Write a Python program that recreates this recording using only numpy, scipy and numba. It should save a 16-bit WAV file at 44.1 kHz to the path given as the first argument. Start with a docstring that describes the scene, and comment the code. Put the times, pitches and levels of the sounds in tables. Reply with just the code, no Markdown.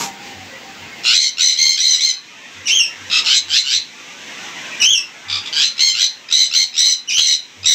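"""In a small brick room, parrots squawk and screech in wire cages, close to a hand-held phone.
A squawk is a rattling train of short chirps that starts as a low rasp and breaks upward into a screech.
That bird also croaks, and another gives arched whistles; both voices come from a vibrating membrane.
Behind them are room noise, far birds, one cage rattle and soft bumps of the hand. The walls ring
briefly, and the phone's gain control ducks the room noise under each call and lets it creep back."""
import sys
import numpy as np
from scipy import signal
from scipy.fft import rfft, irfft, next_fast_len
from scipy.io import wavfile
from scipy.ndimage import uniform_filter1d, minimum_filter1d
from numba import njit

SR = 44100
rng = np.random.default_rng(int(sys.argv[2]) if len(sys.argv) > 2 else 0)


def bounce(signal):
    """Save signal as a 16-bit WAV file at the path given by the first command-line argument."""
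    frames = np.transpose(np.atleast_2d(signal))
    limited = np.clip(frames, -1, 1)
    pcm = np.round(limited * 32767).astype(np.int16)
    wavfile.write(sys.argv[1], SR, pcm)


N = 341334
T = np.arange(N) / SR


def undb(db):
    """Turn decibels into a number to multiply by."""
    return 10 ** (np.asarray(db) / 20)


def unit(x):
    """Scale a sound to an average (rms) strength of 1."""
    return x / np.sqrt(np.mean(x ** 2) + 1e-18)


def along(points, hz):
    """Read between (frequency [Hz], value) points, with octaves evenly spaced."""
    f, value = np.transpose(points)
    return np.interp(np.log(np.maximum(hz, 1)), np.log(f), value)


def colour(x, points):
    """Turn parts of a sound up or down by (frequency [Hz], gain [dB]) points."""
    size = next_fast_len(len(x) + 1024)
    gain = undb(along(points, np.fft.rfftfreq(size, 1 / SR)))
    return irfft(rfft(x, size) * gain, size)[:len(x)]


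def wander(t, rate, count=4096):
    """A random wobble: rate values a second, joined by lines."""
    return np.interp(t * rate % count, np.arange(count), rng.standard_normal(count))


def sine(hz):
    """A pure tone that follows a changing pitch."""
    return np.sin(2 * np.pi * np.cumsum(hz) / SR)


def add(out, start, x):
    """Mix x into out from a start time."""
    i = max(int(start * SR), 0)
    out[i:i + len(x)] += x[:max(len(out) - i, 0)]


# Tone of the room noise at the first cages and further in: (frequency [Hz], gain [dB])
FIRST_AIR_COLOUR = [(24, -50), (40, -11), (93, -7), (202, -1.5), (247, 0), (461, -6), (522, -4), (637, -12),
                    (758, -3.5), (1350, -12.5), (1960, -3), (5300, -10.5), (6980, -12.5), (9650, -30.5),
                    (15500, -19.5)]
INNER_AIR_COLOUR = [(24, -63), (40, -25), (247, -4.5), (496, -10.5), (606, -18), (949, -9), (1280, -17),
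                    (1960, -5), (3740, -6), (4570, -14), (6010, -8), (7910, -19), (9650, -35.5),
                    (11800, -26.5), (15500, -31)]
def air(first_db=-37, inner_db=-33.5):
    """Steady rushing room noise, changing colour as the phone is carried in."""
    inside = np.interp(T, [1.0, 2.2], [0, 1])
    first = unit(colour(rng.standard_normal(N), FIRST_AIR_COLOUR)) * undb(first_db)
    inner = unit(colour(rng.standard_normal(N), INNER_AIR_COLOUR)) * undb(inner_db)
    return (np.sqrt(1 - inside) * first + np.sqrt(inside) * inner) * undb(0.96 * wander(T, 11.0))


# How loud the other cages are: (time [s], level [dB])
CHATTER_LEVELS = [(0, -42.5), (1.0, -39), (2.4, -33), (4.0, -37), (4.7, -33), (5.2, -33.5), (7.7, -39)]
# Tone of their chatter: (frequency [Hz], gain [dB])
CHATTER_TONE = [(450, -13), (700, -11), (1000, -9.5), (1400, -6.5), (1950, -1.5), (2600, 0.5), (3800, -14)]
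def chatter(count=1700):
    """Many far birds: short, hoarse gliding notes at random times and pitches merge into a wash."""
    out = np.zeros(N)
    for when, pitch, span, glide, size in rng.uniform(size=(count, 5)):
        t = T[:int((.04 + .08 * span) * SR)]
        waver = 1 + 2 * (glide - .5) * t + .045 * wander(t, 300, count=64)
        hz = 450 * 2 ** (3 * pitch ** .8) * waver
        add(out, when * T[-1], (1 + size) * np.hanning(len(t)) * sine(hz))
    return unit(colour(out, CHATTER_TONE)) * undb(np.interp(T, *np.transpose(CHATTER_LEVELS)))


# Tone of the clattering wires: (frequency [Hz], gain [dB])
WIRE_COLOUR = [(59, -64), (100, -33), (192, -5), (270, -18), (727, -14.5), (917, -9.5), (1920, -18.5),
               (2130, -12.5), (3390, -17.5), (7250, -12), (9150, -28.5), (11800, -19.5), (15500, -33)]
# Notes the cage frame rings at: (pitch [Hz], relative level [dB], time to fade by 60 dB [s])
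FRAME_NOTES = [(199.6, -44.5, 1), (934, -34, 0.57), (1020, -41, .2)]
def cage(clatter_db=-23, hold_s=0.045, fade_s=0.027):
    """A brief clatter of wires at the very start leaves the frame ringing."""
    t = T[:SR]
    wires = unit(colour(rng.standard_normal(len(t)) * undb(2.2 * wander(t, 398)), WIRE_COLOUR))
    clatter = undb(clatter_db) * wires * np.exp(-np.maximum(t - hold_s, 0) / fade_s)
    ring = sum(undb(db - 60 * t / t60) * np.sin(2 * np.pi * hz * t) for hz, db, t60 in FRAME_NOTES)
    return np.pad(clatter + 2 * ring, (0, N - len(t)))


# Faint calls: (start [s], length [s], first pitch [Hz], last pitch [Hz], level [dB])
FAR_WHISTLES = [(.04, 0.085, 805, 771, -29.5), (.17, 0.16, 830, 783, -43), (.28, 0.17, 790, 746, -41.5),
                (.49, 0.11, 1944, 1952, -34), (.52, 0.053, 529, 542, -37.5), (.64, 0.1, 778, 778, -42.5)]
def far_birds():
    """Thin, nearly pure whistles from far cages."""
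    out = np.zeros(N)
    for start, length, first_hz, last_hz, db in FAR_WHISTLES:
        t = T[:int(length * SR)]
        hz = np.linspace(first_hz, last_hz, len(t)) * (1 + 0.0041 * wander(t, 100))
        add(out, start, undb(db) * signal.windows.tukey(len(t), .5) * sine(hz))
    return out


# Soft bumps of the hand on the phone: (start [s], length [s], relative level [dB])
HAND_BUMPS = [(0.264, 0.28, -47.5), (0.743, 0.17, -50), (2.533, 0.13, -44), (2.93, 0.21, -47),
              (3.35, 0.34, -47), (3.689, .15, -44), (4.783, 0.24, -45), (5.225, 0.23, -38.5),
              (5.699, 0.49, -47.5), (7.114, 0.16, -41), (7.533, 0.2, -37.5)]
def handling(body_hz=95, rub_db=-17.0):
    """At each bump the phone's body hums softly and the fingers give a dull rub."""
    out = np.zeros(N)
    rub = unit(colour(rng.standard_normal(N), [(40, -20), (150, 7), (260, -2), (700, -11), (2000, -52)]))
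    for start, length, db in HAND_BUMPS:
        t = T[:int(length * SR)]
        hum = sine(body_hz * (1 + 0.016 * wander(t, 28)))
        touch = hum + undb(rub_db) * np.roll(rub, -int(start * SR))[:len(t)]
        add(out, start, undb(db) * 2 * np.hanning(len(t)) * touch)
    return out


def voice_box(hz, half, slope_db, shake, count=10):
    """A membrane's harmonics (multiples of its pitch) each shake in strength; slope_db is per octave."""
    t = T[:len(hz)]
    phase = 2 * np.pi * np.cumsum(hz) / SR
    tone = 0
    for k in range(1, count + 1):
        whole = (1 + shake * wander(t, 420)) * np.sin(k * phase)
        between = half * np.sin((k + .5) * phase)  # every other cycle differs, adding in-between tones
        tone = tone + undb(slope_db * np.log2(k)) * (whole + between) * ((k + .5) * hz < SR / 2)
    return unit(tone)


RASP_DUTY, SCREECH_DUTY = 0.52, 0.67  # share of each rattle cycle that sounds
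LEAK, RELEASE_S = .034, .007  # voice left between chirps; how quickly a rattling call stops
def rattle(t, rate_hz, length, rough, duty, leak):
    """A flutter chops a call into upward chirps: returns loudness (gate) and pitch (chirp) factors."""
    cycle = np.cumsum(rate_hz * (1 + 0.024 * wander(t, 70))) / SR % 1
    pulses = (1 - np.exp(-cycle / 0.0072)) * np.exp(-(cycle / duty) ** 4) / np.sqrt(duty)
    outline = (1 - np.exp(-t / 0.00029)) / (1 + np.exp((t - length) / RELEASE_S))
    gate = unit(leak + pulses) * outline * undb(1.35 * wander(t, 73.6))
    sweep = 0.0299 + 0.2492 * rough
    chirp = 1 + sweep * (np.minimum(cycle, .6) - .29) + .012 * wander(t, 70)
    return gate, chirp


# Tone of a half-closed throat and beak: (frequency [Hz], gain [dB])
HALF_CLOSED_THROAT = [(600, -35), (1300, -14.5), (1900, -10.5), (2600, 1.5), (3500, 6.5), (4400, 3.5),
                      (5100, 6), (6200, -6.5), (7500, -6), (9200, -33.5), (12000, -21.5), (15000, -32)]
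def rasp(t, hz, gate, pressure, db, swell_s, rough, rise=.2, swell_db=12.5):
    """The low voice: it swells, pressure pushes it up in pitch, and a soft rasp is also duller."""
    hz = hz * (1 + rise * pressure ** 3) * (1 + .03 * rough * wander(t, 802.3))
    tone = voice_box(hz, half=0.29 + .85 * pressure ** 3, slope_db=-0.5 + 0.28 * db, shake=0.91)
    breath = .2 * rough * rng.standard_normal(SR)[:len(t)]
    voice = colour((tone + breath) * gate, HALF_CLOSED_THROAT)
    return unit(voice) * undb(db - swell_db * np.exp(-t / swell_s))


# Tone of a wide-open throat and beak: (frequency [Hz], gain [dB])
OPEN_THROAT = [(600, -18), (1500, -51), (2150, -14), (2700, -8.5), (3200, -1.5), (4100, 0), (4900, 1),
               (5900, -4), (6650, -7), (7300, 0.5), (8100, -22.5), (9000, -24), (12000, -35), (15000, -31)]
def screech(t, hz, gate, held, db, rough, clear, hoarse, scoop=.055, sag=0.0396):
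    """The high voice: it scoops up and sags at the end; its in-between tones grow as it is held."""
    arch = 1 - scoop * np.exp(-held / 0.1216) - sag * held ** 2
    hz = hz * arch * (1 + .03 * rough * wander(t, 698.4))
    half = 0.26 * clear + (.14 + .15 * hoarse) * (1 - clear)
    slope_db = -2 - clear  # a clear screech is rounder
    tone = voice_box(hz, half * (0.59 + 1.7 * held), slope_db, shake=0.26 + 1.47 * rough)
    breath = .11 * rough * rng.standard_normal(SR)[:len(t)]
    return unit(colour((tone + breath) * gate, OPEN_THROAT)) * undb(db)


# The nearest parrot's squawks: (start [s], length [s], wait for the upward break [s], rasp pitch [Hz],
# screech pitch [Hz], rasp level [dB], screech level [dB], roughness [0-1])
SQUAWK_CALLS = [ (1.035, 0.24, .11, 1361, 2064, -6.5, 0, 0.58),
                (1.371, 0.16, 0.036, 1383, 2057, -3.5, 1.5, 0.47),
                (1.535, .21, 0.046, 1900, 2151, -6.5, 1, 0.19),
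                (1.763, .2, 0.023, 1483, 2060, -0.5, 0.5, 0.31),
                (1.968, 0.14, 0.041, 2000, 2073, -3.5, -1.5, 0.14),
                (3.242, 0.13, 0.1, 1415, 2104, -6.5, 3, 0.67), (3.483, .12, .078, 1520, 2108, -5, -1.5, .7),
                (3.638, .13, 0.092, 1428, 2050, -5.5, -3, .62),
                (5.527, 0.14, 0.11, 1541, 2050, -6.5, -0.5, 0.67),
                (5.767, .138, 0.035, 1298, 2144, -6.5, 1, 0.05),
                (5.935, 0.11, 0.07, 1397, 2057, -3, 2, .56),
                (6.287, 0.16, 0.036, 1277, 2051, -9.5, 0, 0.41),
                (6.512, 0.12, 0.037, 1348, 2064, -1.5, 2.5, 0.44),
                (6.728, .2, .047, 1277, 2034, -8.5, 3, 0.38), (7.168, .18, 0.019, 1393, 2050, 2, 0, 0.38),
                (7.631, 0.13, 0.0302, 1283, 1980, -8, 4, 0.42)]
def squawks(rattle_hz=76.94, hoarse_rattle_hz=155.13):
    """A low rasp swells, then the voice jumps to a screech; a later break is more gradual."""
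    out = np.zeros(N)
    for start, length, turn, low_hz, high_hz, low_db, high_db, rough in SQUAWK_CALLS:
        t = T[:int((length + 4 * RELEASE_S) * SR)]
        opened = .5 + .5 * np.tanh(2 * (t - turn) / (0.448 * turn))  # 0 in the rasp, 1 in the screech
        clear = np.exp(-(rough / .15) ** 2)
        hoarse = np.clip((rough - .45) / .22, 0, 1)
        hoarse_rasp = hoarse * (1 - opened)
        rate_hz = rattle_hz * (1 - hoarse_rasp) + hoarse_rattle_hz * hoarse_rasp
        duty = RASP_DUTY * (1 - opened) + SCREECH_DUTY * opened
        # a clear screech or a hoarse rasp hardly breaks off between chirps
        leak = LEAK + 0.2 * clear * opened + 0.46 * hoarse_rasp
        gate, chirp = rattle(t, rate_hz, length, rough, duty, leak)
        pressure = np.minimum(t / turn, 1)
        held = np.clip((t - turn) / length, 0, 1)
        low = rasp(t, low_hz * chirp, gate, pressure, low_db, swell_s=0.43 * turn, rough=rough)
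        high = screech(t, high_hz * chirp, gate, held, high_db, rough, clear, hoarse)
        add(out, start, low * np.sqrt(1 - opened) + high * opened)
    return out


# A second parrot's whistles: (start [s], length [s], time to the top of the arch [s],
# length of the crack [s], roughness the crack adds [0-1], level [dB])
WHISTLE_CALLS = [(2.652, 0.21, 0.11, 0.026, 0.73, -3.5), (4.797, 0.21, 0.11, .026, 0.31, -0.5),
                 (7.072, 0.18, .125, 0.032, .55, .5)]
# Tone of its throat and beak: (frequency [Hz], gain [dB])
WHISTLE_COLOUR = [(1200, 10), (2400, 10.5), (3100, 9), (4300, 4.5), (5500, 9), (6400, 2), (7500, -10),
                  (9000, -16), (10000, -25.5), (12000, -24), (15000, -30)]
def whistles(hold_hz=3018, top_hz=3293, end_hz=2650, scoop_hz=336, crack_drop_hz=499.5):
    """Each whistle scoops up, cracks into a lower, weaker rasp, arches over a purer top and sinks."""
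    rise_s, fall_s, attack_s, release_s = 0.0283, .04, .022, 0.073
    crack_at_s, edge_s = .024, 0.0041
    out = np.zeros(N)
    for start, length, top, crack_s, crack_rough, db in WHISTLE_CALLS:
        t = T[:int(length * SR)]
        rising = t < top
        arch = np.exp(-((t - top) / np.where(rising, rise_s, fall_s)) ** 2)
        since_crack = t - crack_at_s
        crack = .5 * (np.tanh(since_crack / edge_s) - np.tanh((since_crack - crack_s) / (2 * edge_s)))
        rough = 0.073 * arch + 0.21 * (1 - arch) + crack_rough * crack
        hz = top_hz * arch + np.where(rising, hold_hz, end_hz) * (1 - arch)
        hz -= scoop_hz * np.exp(-t / 0.0095) + crack_drop_hz * crack
        hz *= 1 + 0.0141 * wander(t, 80.3)  # unsteady pitch
        hz *= 1 + .011 * wander(t, 330) + .075 * rough * wander(t, 900)  # faster quaver
        tone = voice_box(hz, half=1.5 * rough ** 2, slope_db=2.5, shake=0.52, count=5)
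        breath = 0.058 * rough * rng.standard_normal(SR)[:len(t)]
        voice = unit(colour(tone + breath, WHISTLE_COLOUR))
        faded = np.maximum(1 - t / attack_s, 0) + np.maximum(1 - (length - t) / release_s, 0) ** 2
        level_db = db - 20 * faded - 45 * np.maximum(top - t, 0) - 5 * crack  # swells toward the top
        add(out, start, voice * undb(level_db) * signal.windows.tukey(len(t), .05))
    return out


# The nearest parrot's low croaks: (start [s], length [s], pitch [Hz], level [dB])
CROAK_CALLS = [(3.099, 0.1, 1292, -11.5), (5.284, 0.098, 1198, -14.5), (5.458, 0.012, 1180, -16.5)]
def croaks(rattle_hz=70, rough=0.7, pressure=.3, swell_s=0.0071):
    """The rasp alone, rattling at a low, steady pressure and never breaking upward."""
    out = np.zeros(N)
    for start, length, hz, db in CROAK_CALLS:
        t = T[:int((length + 4 * RELEASE_S) * SR)]
        gate, chirp = rattle(t, rattle_hz, length, rough, RASP_DUTY, LEAK)
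        add(out, start, rasp(t, hz * chirp, gate, pressure, db, swell_s, rough))
    return out


# How long the brick walls ring: (frequency [Hz], time to fade by 60 dB [s])
WALL_RING_TIMES = [(300, 0.38), (2500, 0.25), (4200, 0.26), (8000, 0.18), (15000, 0.32)]
def room(x, tail_db, slap_db, slaps=24):
    """Direct sound, slaps from the near walls that change as the phone moves, and a short tail."""
    t = T[:int(.7 * SR)]
    out = np.zeros(N)
    for second in np.arange(np.ceil(T[-1]) + 1):  # a new place in the room each second
        hz, age, noise = signal.stft(rng.standard_normal(len(t)), SR)
        decay = undb(-60 * age / along(WALL_RING_TIMES, hz)[:, None])
        tail = signal.istft(noise * decay, SR)[1][:len(t)] * (1 - np.exp(-t / 0.018))
        echo = undb(tail_db) * tail / np.linalg.norm(tail)
        echo[0] += 1  # the direct sound
        delays = rng.uniform(.002, .028, slaps)
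        for delay, size in zip(delays, rng.standard_normal(slaps)):
            echo[int(delay * SR)] += undb(slap_db) * size / np.sqrt(slaps)
        near = np.abs(T - second) < .55
        if near.any():
            share = np.clip((.55 - np.abs(T[near] - second)) * 10, 0, 1)  # blends into the next place
            add(out, T[near][0], signal.fftconvolve(x[near] * share, echo / np.linalg.norm(echo)))
    return out


def scene():
    """Birds and cage in the room, over its noise and the hand on the phone."""
    near = room(squawks() + croaks(), tail_db=-3.0, slap_db=1.5)
    further = room(whistles() + far_birds() + chatter(), tail_db=-2.5, slap_db=-2.5)
    return (near + further + cage() + air() + handling())[None]


@njit
def follow(level, attack, release):
    """Track loudness, rising fast and falling slowly."""
    out, tracked = np.empty(len(level)), 0.
    for i in range(len(level)):
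        tracked += (level[i] - tracked) * (attack if level[i] > tracked else release)
        out[i] = tracked
    return out


# How the microphone dulls the treble: (frequency [Hz], gain [dB])
MICROPHONE_COLOUR = [(8000, 1), (9400, -9), (11000, -5.5)]
def record(dry, overload=3.57, limit_db=-7.5, attack_s=0.00023, release_s=0.62, ceiling=.8, top_hz=15600):
    """The microphone distorts loud screeches, gain control evens out the calls, and the top is cut."""
    bent = overload * np.tanh(dry[0] / overload)
    heard = colour(bent + 0.0021 * bent ** 2, MICROPHONE_COLOUR)  # the bend is slightly lopsided
    heard = signal.sosfilt(signal.butter(2, 55, "high", fs=SR, output="sos"), heard)
    level = np.sqrt(np.abs(uniform_filter1d(heard ** 2, size=64)))
    envelope = follow(level, 1 / (attack_s * SR), 1 / (release_s * SR))
    held = heard / np.maximum(envelope / undb(limit_db), 1)
    # a fast limiter catches what the gain control lets through
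    safe_gain = ceiling / np.maximum(np.abs(held), ceiling)
    limited = held * uniform_filter1d(minimum_filter1d(safe_gain, size=65), size=65)
    return signal.sosfilt(signal.ellip(10, .2, 90, top_hz, fs=SR, output="sos"), limited)[None]


dry = scene()
out = record(dry)
bounce(out)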